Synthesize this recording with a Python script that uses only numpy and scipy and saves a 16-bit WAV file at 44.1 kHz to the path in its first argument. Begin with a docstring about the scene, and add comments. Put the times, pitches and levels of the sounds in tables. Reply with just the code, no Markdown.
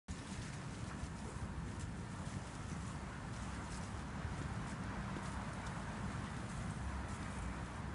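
"""Dry straw rustles and snaps under a ewe and two lambs, their hooves thudding softly on the bedding.
One small microphone stands close to the pen in a lambing barn, whose roof and walls add a short tail.
From the pens farther off come dull scrapes of animals on hurdles and troughs, and one faint ringing.
Behind it all lie a low rumble and the hum of a far machine; outside, tyre noise swells and fades
as a vehicle passes some 26 m away."""
import sys
import numpy as np
from scipy import signal
from scipy.fft import rfft, irfft, next_fast_len
from scipy.io import wavfile
from scipy.ndimage import map_coordinates

SR = 44100
rng = np.random.default_rng(int(sys.argv[2]) if len(sys.argv) > 2 else 0)


def generate_wav(signal):
    """Clip the signal to [-1, 1] and save it as 16-bit WAV at the path in sys.argv[1]."""
    frames = np.transpose(np.atleast_2d(signal))
    scaled = np.clip(frames, -1, 1) * 32767
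    pcm = np.round(scaled).astype(np.int16)
    wavfile.write(sys.argv[1], SR, pcm)


N = 350154


def rustle():
    """Trodden straw close to the microphone: stalks rub in a hiss and slip in a fine crackle."""
    # The colour of dry straw. Each row: frequency in Hz, level in dB.
    spectrum = [(300, -9), (1000, -7), (2000, 7.5), (3300, 2.5), (4500, 1), (6000, 2.5), (7500, 3.5),
                (8900, 1.5), (9700, 3.3), (10500, -1)]
    # Feet find finer or coarser stalks. Each row: time in seconds, treble lift in dB.
    fineness = [(0.7, -1.5), (1.3, 5.5), (2.0, 2), (4.4, 2), (5.5, 7), (6.4, 5), (7.9, 9)]
    grains = crackle(count=6000, pitch_hz=6240, spread=0.42, cycles=1.9, size_db=3.0)
    rubbing = rng.standard_normal(N)
    straw = amp(1.8) * coloured(rubbing, spectrum) + amp(-4.0) * coloured(grains, spectrum)
    straw = unit(patchy(straw, width_hz=380, life_s=0.03, depth_db=1.5))
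    coarse = filtered(straw, lambda hz: 1 / (1 + (hz / 7000) ** 6))
    fine = straw - coarse
    lift_db = curve(fineness)
    return amp(1.5) * stir() * (amp(-lift_db / 2) * coarse + amp(lift_db / 2) * fine)


def stir():
    """How hard the straw is stirred: each step presses in, eases and settles, over steady fidgeting."""
    # Steps and shuffles. Each row: start in seconds, length in seconds, relative level in dB.
    steps = [(0.074, 0.052, -66), (0.15, 0.052, -70), (0.263, 0.1, -59.5), (0.303, 0.028, -60),
             (0.412, 0.078, -58.5), (0.524, 0.019, -56), (0.71, 0.11, -64), (0.862, 0.03, -59),
             (0.975, 0.043, -64), (1.026, 0.043, -59.5), (1.158, 0.043, -61.5), (1.235, 0.097, -62.5),
             (1.345, .07, -65), (1.655, 0.11, -64.5), (1.8, .025, -56), (1.96, 0.054, -67),
             (2.097, 0.04, -62), (2.172, 0.061, -66), (2.25, 0.1, -61), (2.43, 0.13, -65.5),
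             (2.672, 0.064, -62), (2.8, 0.05, -62), (2.858, 0.061, -59), (3.325, 0.13, -61),
             (3.463, 0.093, -64), (3.635, 0.075, -63), (3.71, 0.07, -57), (3.818, 0.058, -60),
             (3.894, 0.13, -65.5), (4.31, 0.06, -66), (4.373, 0.026, -61), (4.664, 0.057, -59),
             (5.221, 0.06, -59), (5.28, 0.065, -62.5), (5.644, .025, -66), (5.757, 0.066, -67),
             (6.05, 0.32, -76), (6.484, 0.035, -58.5), (6.53, 0.11, -63.5), (7.079, 0.087, -59.5),
             (7.185, 0.13, -66), (7.3, 0.07, -62.5), (7.412, 0.025, -62), (7.75, 0.021, -66)]
    # The flock fidgets between steps. Each row: time in seconds, relative level in dB.
    fidget = [(0.1, -60), (0.9, -63.5), (1.1, -66), (1.3, -63.5), (1.53, -68), (2.0, -65.5), (2.6, -62),
              (3.1, -66), (3.6, -63.5), (4.2, -67), (4.55, -64), (4.87, -68), (5.15, -66), (6.75, -63.5),
              (6.95, -65), (7.03, -69), (7.3, -66.5), (7.7, -67.5), (7.85, -71.5)]
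    attack_s, sag_db, settle_t60_s = 0.008, 0.3, 0.12
    t = np.arange(SR) / SR
    power = amp(curve(fidget) + 0.25 * wobble(25)) ** 2
    for start_s, length_s, db in steps:
        press = np.minimum(t / attack_s, 1)
        eased_db = sag_db * np.minimum(t / length_s, 1)
        settled_db = 60 * np.maximum(t - length_s, 0) / settle_t60_s
        add(power, start_s, (press * amp(db - eased_db - settled_db)) ** 2)
    return np.sqrt(power)


def crackle(count, pitch_hz, spread, cycles, size_db):
    """Tiny slips of stalk on stalk: damped sines at random moments, mostly small, a few large."""
    moment, rarity, sustain = rng.random((count, 3)).T[:, :, None]
    hz = np.clip(pitch_hz * np.exp(spread * rng.standard_normal(count)), 800, SR / 3)[:, None]
    size = amp(-size_db * np.log(np.maximum(rarity, 0.01)))
    samples = np.arange(SR // 200)
    turns = hz * samples / SR
    grains = size * np.exp(-turns / (cycles * (0.5 + sustain))) * np.sin(2 * np.pi * turns)
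    positions = (moment * N).astype(int) + samples
    return unit(np.bincount(positions.ravel(), grains.ravel(), N)[:N])


def snaps():
    """A stalk breaks with a tick, splits with a crack and rings briefly; its neighbours shiver after it."""
    # Single stalks. Each row: start in seconds, relative level in dB, pitch in Hz, ring strength in dB.
    stalks = [(0.1038, -50, 7700, 5), (0.112, -45, 6940, 10), (0.188, -42.5, 3700, 2),
              (0.313, -40, 9000, -4), (0.3244, -41, 6730, -5), (0.331, -44, 6800, -5),
              (0.449, -41, 6780, -6.5), (0.535, -40, 6640, -5), (0.542, -47, 6600, -3),
              (0.708, -45, 4500, -6), (0.8415, -38, 3010, -11), (0.992, -45, 6050, -6),
              (1.042, -46, 3020, -4), (1.796, -36.5, 7100, -6), (1.81, -40, 7700, 3),
              (2.159, -46, 10200, -1), (2.2635, -44, 3210, -4), (2.283, -44, 3350, -3),
              (2.304, -48, 3020, 1), (2.474, -41.5, 5130, -2), (2.489, -47, 3840, -3),
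              (2.552, -40, 5210, -4), (2.6994, -49, 5980, 0), (2.715, -47, 5930, 8), (2.729, -49, 5920, 6),
              (2.879, -45, 6870, -4), (3.338, -42, 3230, -2), (3.364, -40, 5910, -3), (3.424, -47, 6470, 4),
              (3.549, -39, 3030, -4), (3.7056, -42, 8030, 0), (3.722, -40.5, 5500, -3),
              (3.744, -38, 5170, -4), (3.773, -38, 7670, -8), (3.812, -42, 6090, -2), (3.835, -43, 5660, 3),
              (3.976, -46, 5820, -3), (3.994, -43, 3580, -2), (4.423, -47, 7000, 5),
              (4.836, -42.5, 7000, -13), (5.1614, -44, 3060, -2), (5.2584, -37, 4360, -4),
              (5.319, -44, 7080, -1), (5.533, -39.5, 9300, -4), (5.667, -36, 3550, 1),
              (5.669, -42, 6540, 3), (6.119, -42, 3860, -7), (6.2394, -43, 3810, -3), (6.262, -53, 3200, 5),
              (6.366, -40, 3140, -5), (6.499, -41, 8350, -1), (6.706, -44, 8640, 6),
              (7.2295, -39, 3440, -7), (7.386, -41.5, 9260, 4.5), (7.4217, -46, 7460, -3),
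              (7.66, -41.5, 3520, -4)]
    tick_t60_s, crack_t60_s, shiver_t60_s, ring_t60_s = 0.0032, 0.012, 0.1, 0.05
    track, t = np.zeros(N), np.arange(SR // 10) / SR
    onset = 1 - np.exp(-t / 0.0002)
    tick = amp(1 - 60 * t / tick_t60_s)
    crack = amp(-2.5 - 60 * t / crack_t60_s)
    shiver = amp(-5.5 - 60 * t / shiver_t60_s)
    for start_s, db, hz, ring_db in stalks:
        noise = rng.standard_normal(len(t))
        burst = unit(noise + 1.5 * resonance(noise, hz, q=1)) * (tick + crack + shiver)
        drift = np.cumsum(rng.normal(0, 0.21, len(t)))  # a split stalk rings impurely
        ring = amp(ring_db + 0.5 - 60 * t / ring_t60_s) * np.sin(2 * np.pi * hz * t + drift)
        add(track, start_s, amp(db - 14) * (burst + ring) * onset)
    return filtered(track, lambda hz: 1 - 1 / (1 + (hz / 2500) ** 4))


def thuds():
    """Hooves and bodies bump on soft bedding: a dull push of two or three cycles and a short scuff."""
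    # Bumps in the near pen. Each row: start in seconds, relative level in dB, pitch in Hz.
    bumps = [(0.099, -30, 73.6), (0.318, -32, 176), (0.383, -32, 99), (0.399, -34.5, 90),
             (1.026, -31.5, 75.6), (1.36, -32.5, 95), (1.422, -29.5, 85), (1.575, -32, 62.3),
             (1.829, -29.5, 72), (2.268, -31.5, 143), (2.716, -32.5, 191), (2.764, -31, 172),
             (3.824, -32, 94), (4.244, -29, 85), (4.314, -34.5, 110), (4.415, -30, 297), (4.454, -33, 102),
             (4.509, -32.5, 66), (4.876, -35, 98), (5.166, -29.5, 260), (5.279, -36, 131),
             (5.369, -35.5, 95), (5.877, -32, 75.4), (6.697, -29.5, 147)]
    # The colour of a scuff. Each row: frequency in Hz, level in dB.
    scuff_spectrum = [(100, -13), (350, 2), (900, -13), (3000, -13), (9000, -27)]
    scuff_t60_s = 0.055
    push, contact, t = np.zeros(N), np.zeros(N), np.arange(SR // 5) / SR
    for start_s, db, hz in bumps:
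        turns = hz * t
        envelope = turns / 0.69 * np.exp(1 - turns / 0.4)
        add(push, start_s, amp(db) * envelope * np.sin(2 * np.pi * turns))
        hardness = hz / 200  # harder contacts scuff more
        add(contact, start_s, hardness * amp(db - 21.5 - 60 * t / scuff_t60_s))
    push = signal.sosfilt(signal.butter(2, 38, "highpass", fs=SR, output="sos"), push)
    return push + contact * coloured(rng.standard_normal(N), scuff_spectrum)


def scrapes():
    """Farther off, animals brush hurdles and troughs: each rub briefly excites one broad resonance."""
    # Each row: start in seconds, length in seconds, relative level in dB, pitch in Hz of one rub.
    rubs = [(0.278, 0.26, -62.5, 1790), (0.907, 0.012, -52, 1290), (1.238, 0.055, -55.5, 410),
            (2.219, 0.084, -61, 610), (2.868, .04, -54, 1000), (3.119, 0.054, -56.5, 1500),
            (3.189, 0.062, -61, 810), (3.59, 0.027, -58, 1350), (3.788, 0.035, -59, 930),
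            (5.244, 0.044, -52, 1300), (5.75, 0.029, -51, 940), (6.237, 0.029, -62, 3000)]
    attack_s, t60_s = 0.0045, 0.16
    track, t = np.zeros(N), np.arange(SR // 4) / SR
    for start_s, length_s, db, hz in rubs:
        friction = resonance(rng.standard_normal(len(t)), hz, q=1)
        rub = unit(resonance(friction, hz, q=3.5))
        fade_db = 60 * np.maximum(t - length_s, 0) / t60_s
        add(track, start_s, rub * np.minimum(t / attack_s, 1) * amp(db - 1 - fade_db))
    return track


def ringing():
    """A thin ringing from the far pens: narrow, fuzzy partials rise once, barely above the background."""
    # Its partials. Each row: frequency in Hz, relative level in dB.
    partials = [(2293, 5), (2450, -4), (2520, -4)]
    half_width_hz = 16

    def response(hz):
        return sum(amp(db) / (1 + ((hz - peak_hz) / half_width_hz) ** 2) for peak_hz, db in partials)

    ring = unit(filtered(rng.standard_normal(N), response))
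    return amp(-67) * swell(start_s=7.08, length_s=0.46) * ring


def barn(x):
    """Roof and walls answer with a short diffuse tail."""
    # The barn's reverberation. Each row: frequency in Hz, time to fall 60 dB in seconds.
    decay = [(200, 0.53), (3000, 0.24), (10000, 0.25)]
    hz, t, bands = signal.stft(rng.standard_normal(SR // 2), SR, nperseg=256)
    tail = signal.istft(bands * amp(-60 * t / along(decay, hz)[:, None]), SR, nperseg=256)[1]
    return signal.fftconvolve(x, tail / np.linalg.norm(tail))[:N]


def outside():
    """Steady rumble and far road wash; a passing vehicle's engine and tyres fall off as 1 / distance."""
    # The colours of the rumble and of tyres on the road. Each row: frequency in Hz, level in dB.
    rumble_spectrum = [(15, -40), (32, -20), (50, -2), (75, -3), (105, 1), (130, -2.5), (175, -1.66),
                       (215, -4), (260, -9), (400, -17), (650, -22.5), (1500, -29), (4000, -41.5),
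                       (11000, -59)]
    tyre_spectrum = [(200, -17.5), (450, -7.5), (650, -1.5), (820, -1), (960, 1.5), (1220, -1.5),
                     (1550, -2), (2000, -7.5), (2700, -14.5), (4000, -19.5), (7000, -25.5), (11000, -47)]
    nearest_s, distance_m, speed_m_per_s = 5.85, 26, 14.2
    tyre_db, engine_db = -51, -52  # the vehicle at its nearest
    rumble_db, far_road_db = -47.5, -59.5
    nearness = distance_m / np.hypot(distance_m, speed_m_per_s * (np.arange(N) / SR - nearest_s))
    rumble_gain = np.hypot(amp(rumble_db), amp(engine_db) * nearness) * amp(0.74 * wobble(14))
    dip_db = -1.8 * swell(start_s=6.5, length_s=0.35)  # the roar dips briefly
    tyre_gain = np.hypot(amp(far_road_db), amp(tyre_db) * nearness) * amp(dip_db + 0.89 * wobble(9))
    roar = patchy(rng.standard_normal(N), width_hz=130, life_s=0.04, depth_db=1.9)
    churn = patchy(rng.standard_normal(N), width_hz=90, life_s=0.06, depth_db=1.1)
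    return rumble_gain * coloured(churn, rumble_spectrum) + tyre_gain * coloured(roar, tyre_spectrum)


def machine():
    """A far machine: a deep drone that comes and goes, under faint, unsteady higher tones."""
    # The higher tones. Each row: frequency in Hz, starting level in dB, drift in dB per second.
    tones = [(112.1, -64, 0), (144.6, -59.5, -1), (194, -64, 1), (241.4, -73.5, 0), (289.4, -72, 0),
             (944, -74.5, 0.5), (1341, -73, 0), (1738, -76.5, 0), (1785, -74, 0), (5944, -97, -0.5)]
    # The drone fades or swells. Each row: start in seconds, length in seconds, gain in dB.
    drone_swells = [(0, 0.8, -21), (2, 0.8, -6), (6.775, 0.2, 12.5), (7.397, 0.24, 5.5)]
    drone_hz, drone_db = 64.7, -55.5
    t = np.arange(N) / SR
    hum = sum(amp(db + drift * t + 2.7 * wobble(3)) * tone(hz + 0.783 * wobble(5))
              for hz, db, drift in tones)
    swell_db = sum(db * swell(start_s, length_s) for start_s, length_s, db in drone_swells)
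    drone = amp(drone_db + swell_db + 1.2 * wobble(10)) * tone(drone_hz + 2.65 * wobble(9))
    return hum + drone


def amp(db):
    """Decibels to gain."""
    return 10 ** (np.asarray(db) / 20)


def unit(x):
    """Scale to rms 1."""
    return x / np.sqrt(np.mean(x ** 2) + 1e-20)


def along(points, hz):
    """(Hz, value) points read on a log frequency axis."""
    point_hz, values = np.transpose(points)
    return np.interp(np.log(hz + 1), np.log(point_hz), values)


def curve(points):
    """(seconds, value) points joined into one value per sample."""
    return np.interp(np.arange(N) / SR, *np.transpose(points))


def wobble(rate):
    """A smooth random curve, rate knots a second."""
    knots = rng.standard_normal(1000)
    grid = np.arange(0, N + 64, 64)
    return np.interp(np.arange(N), grid, map_coordinates(knots, [grid * rate / SR], mode="wrap"))


def swell(start_s, length_s, edge_s=0.07):
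    """Rise from 0 to 1, hold, and fall back."""
    t = np.arange(N) / SR - start_s
    return np.clip(np.minimum(t, length_s + edge_s - t) / edge_s, 0, 1)


def tone(hz):
    """A sine of rms 1 that follows a pitch curve."""
    return np.sqrt(2) * np.sin(2 * np.pi * np.cumsum(hz) / SR)


def resonance(x, hz, q):
    """x through one resonant peak."""
    return signal.lfilter(*signal.iirpeak(hz, q, SR), x)


def filtered(x, response):
    """x through a gain that depends on frequency."""
    size = next_fast_len(N + SR // 2)
    return irfft(rfft(x, size) * response(np.fft.rfftfreq(size, 1 / SR)), size)[:N]


def coloured(x, spectrum):
    """x through a (Hz, dB) spectrum, at rms 1."""
    return unit(filtered(x, lambda hz: amp(along(spectrum, hz))))


def patchy(x, width_hz, life_s, depth_db):
    """Make x flicker with random patches of gain over frequency and time."""
    size, hop = 512, 128
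    bands = signal.stft(x, nperseg=size, noverlap=size - hop)[2]
    bins, frames = np.indices(bands.shape)
    knots = rng.standard_normal((200, 600))
    patches = map_coordinates(knots, [bins * SR / size / width_hz, frames * hop / SR / life_s], mode="wrap")
    return signal.istft(bands * amp(depth_db * patches), nperseg=size, noverlap=size - hop)[1][:N]


def add(track, start_s, sound):
    """Mix a sound into the track at start_s."""
    part = track[max(round(start_s * SR), 0):][:len(sound)]
    part += sound[:len(part)]


def scene():
    """The pen close by, the other pens farther off, the barn around them and the background behind."""
    pen = rustle() + snaps() + thuds()
    far_pens = scrapes() + ringing()
    reverberation = barn(amp(-11.5) * pen + amp(-11) * far_pens)
    return (pen + far_pens + reverberation + outside() + machine())[None]


def record(dry):
    """The small microphone by the pen opens a moment late and keeps nothing above its band limit."""
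    open_s, top_hz = 0.083, 10780
    opened = np.arange(N) / SR >= open_s
    return filtered(dry[0] * opened, lambda hz: np.clip((top_hz - hz) / 400 + 0.5, 0, 1))[None]


dry = scene()
out = record(dry)
generate_wav(out)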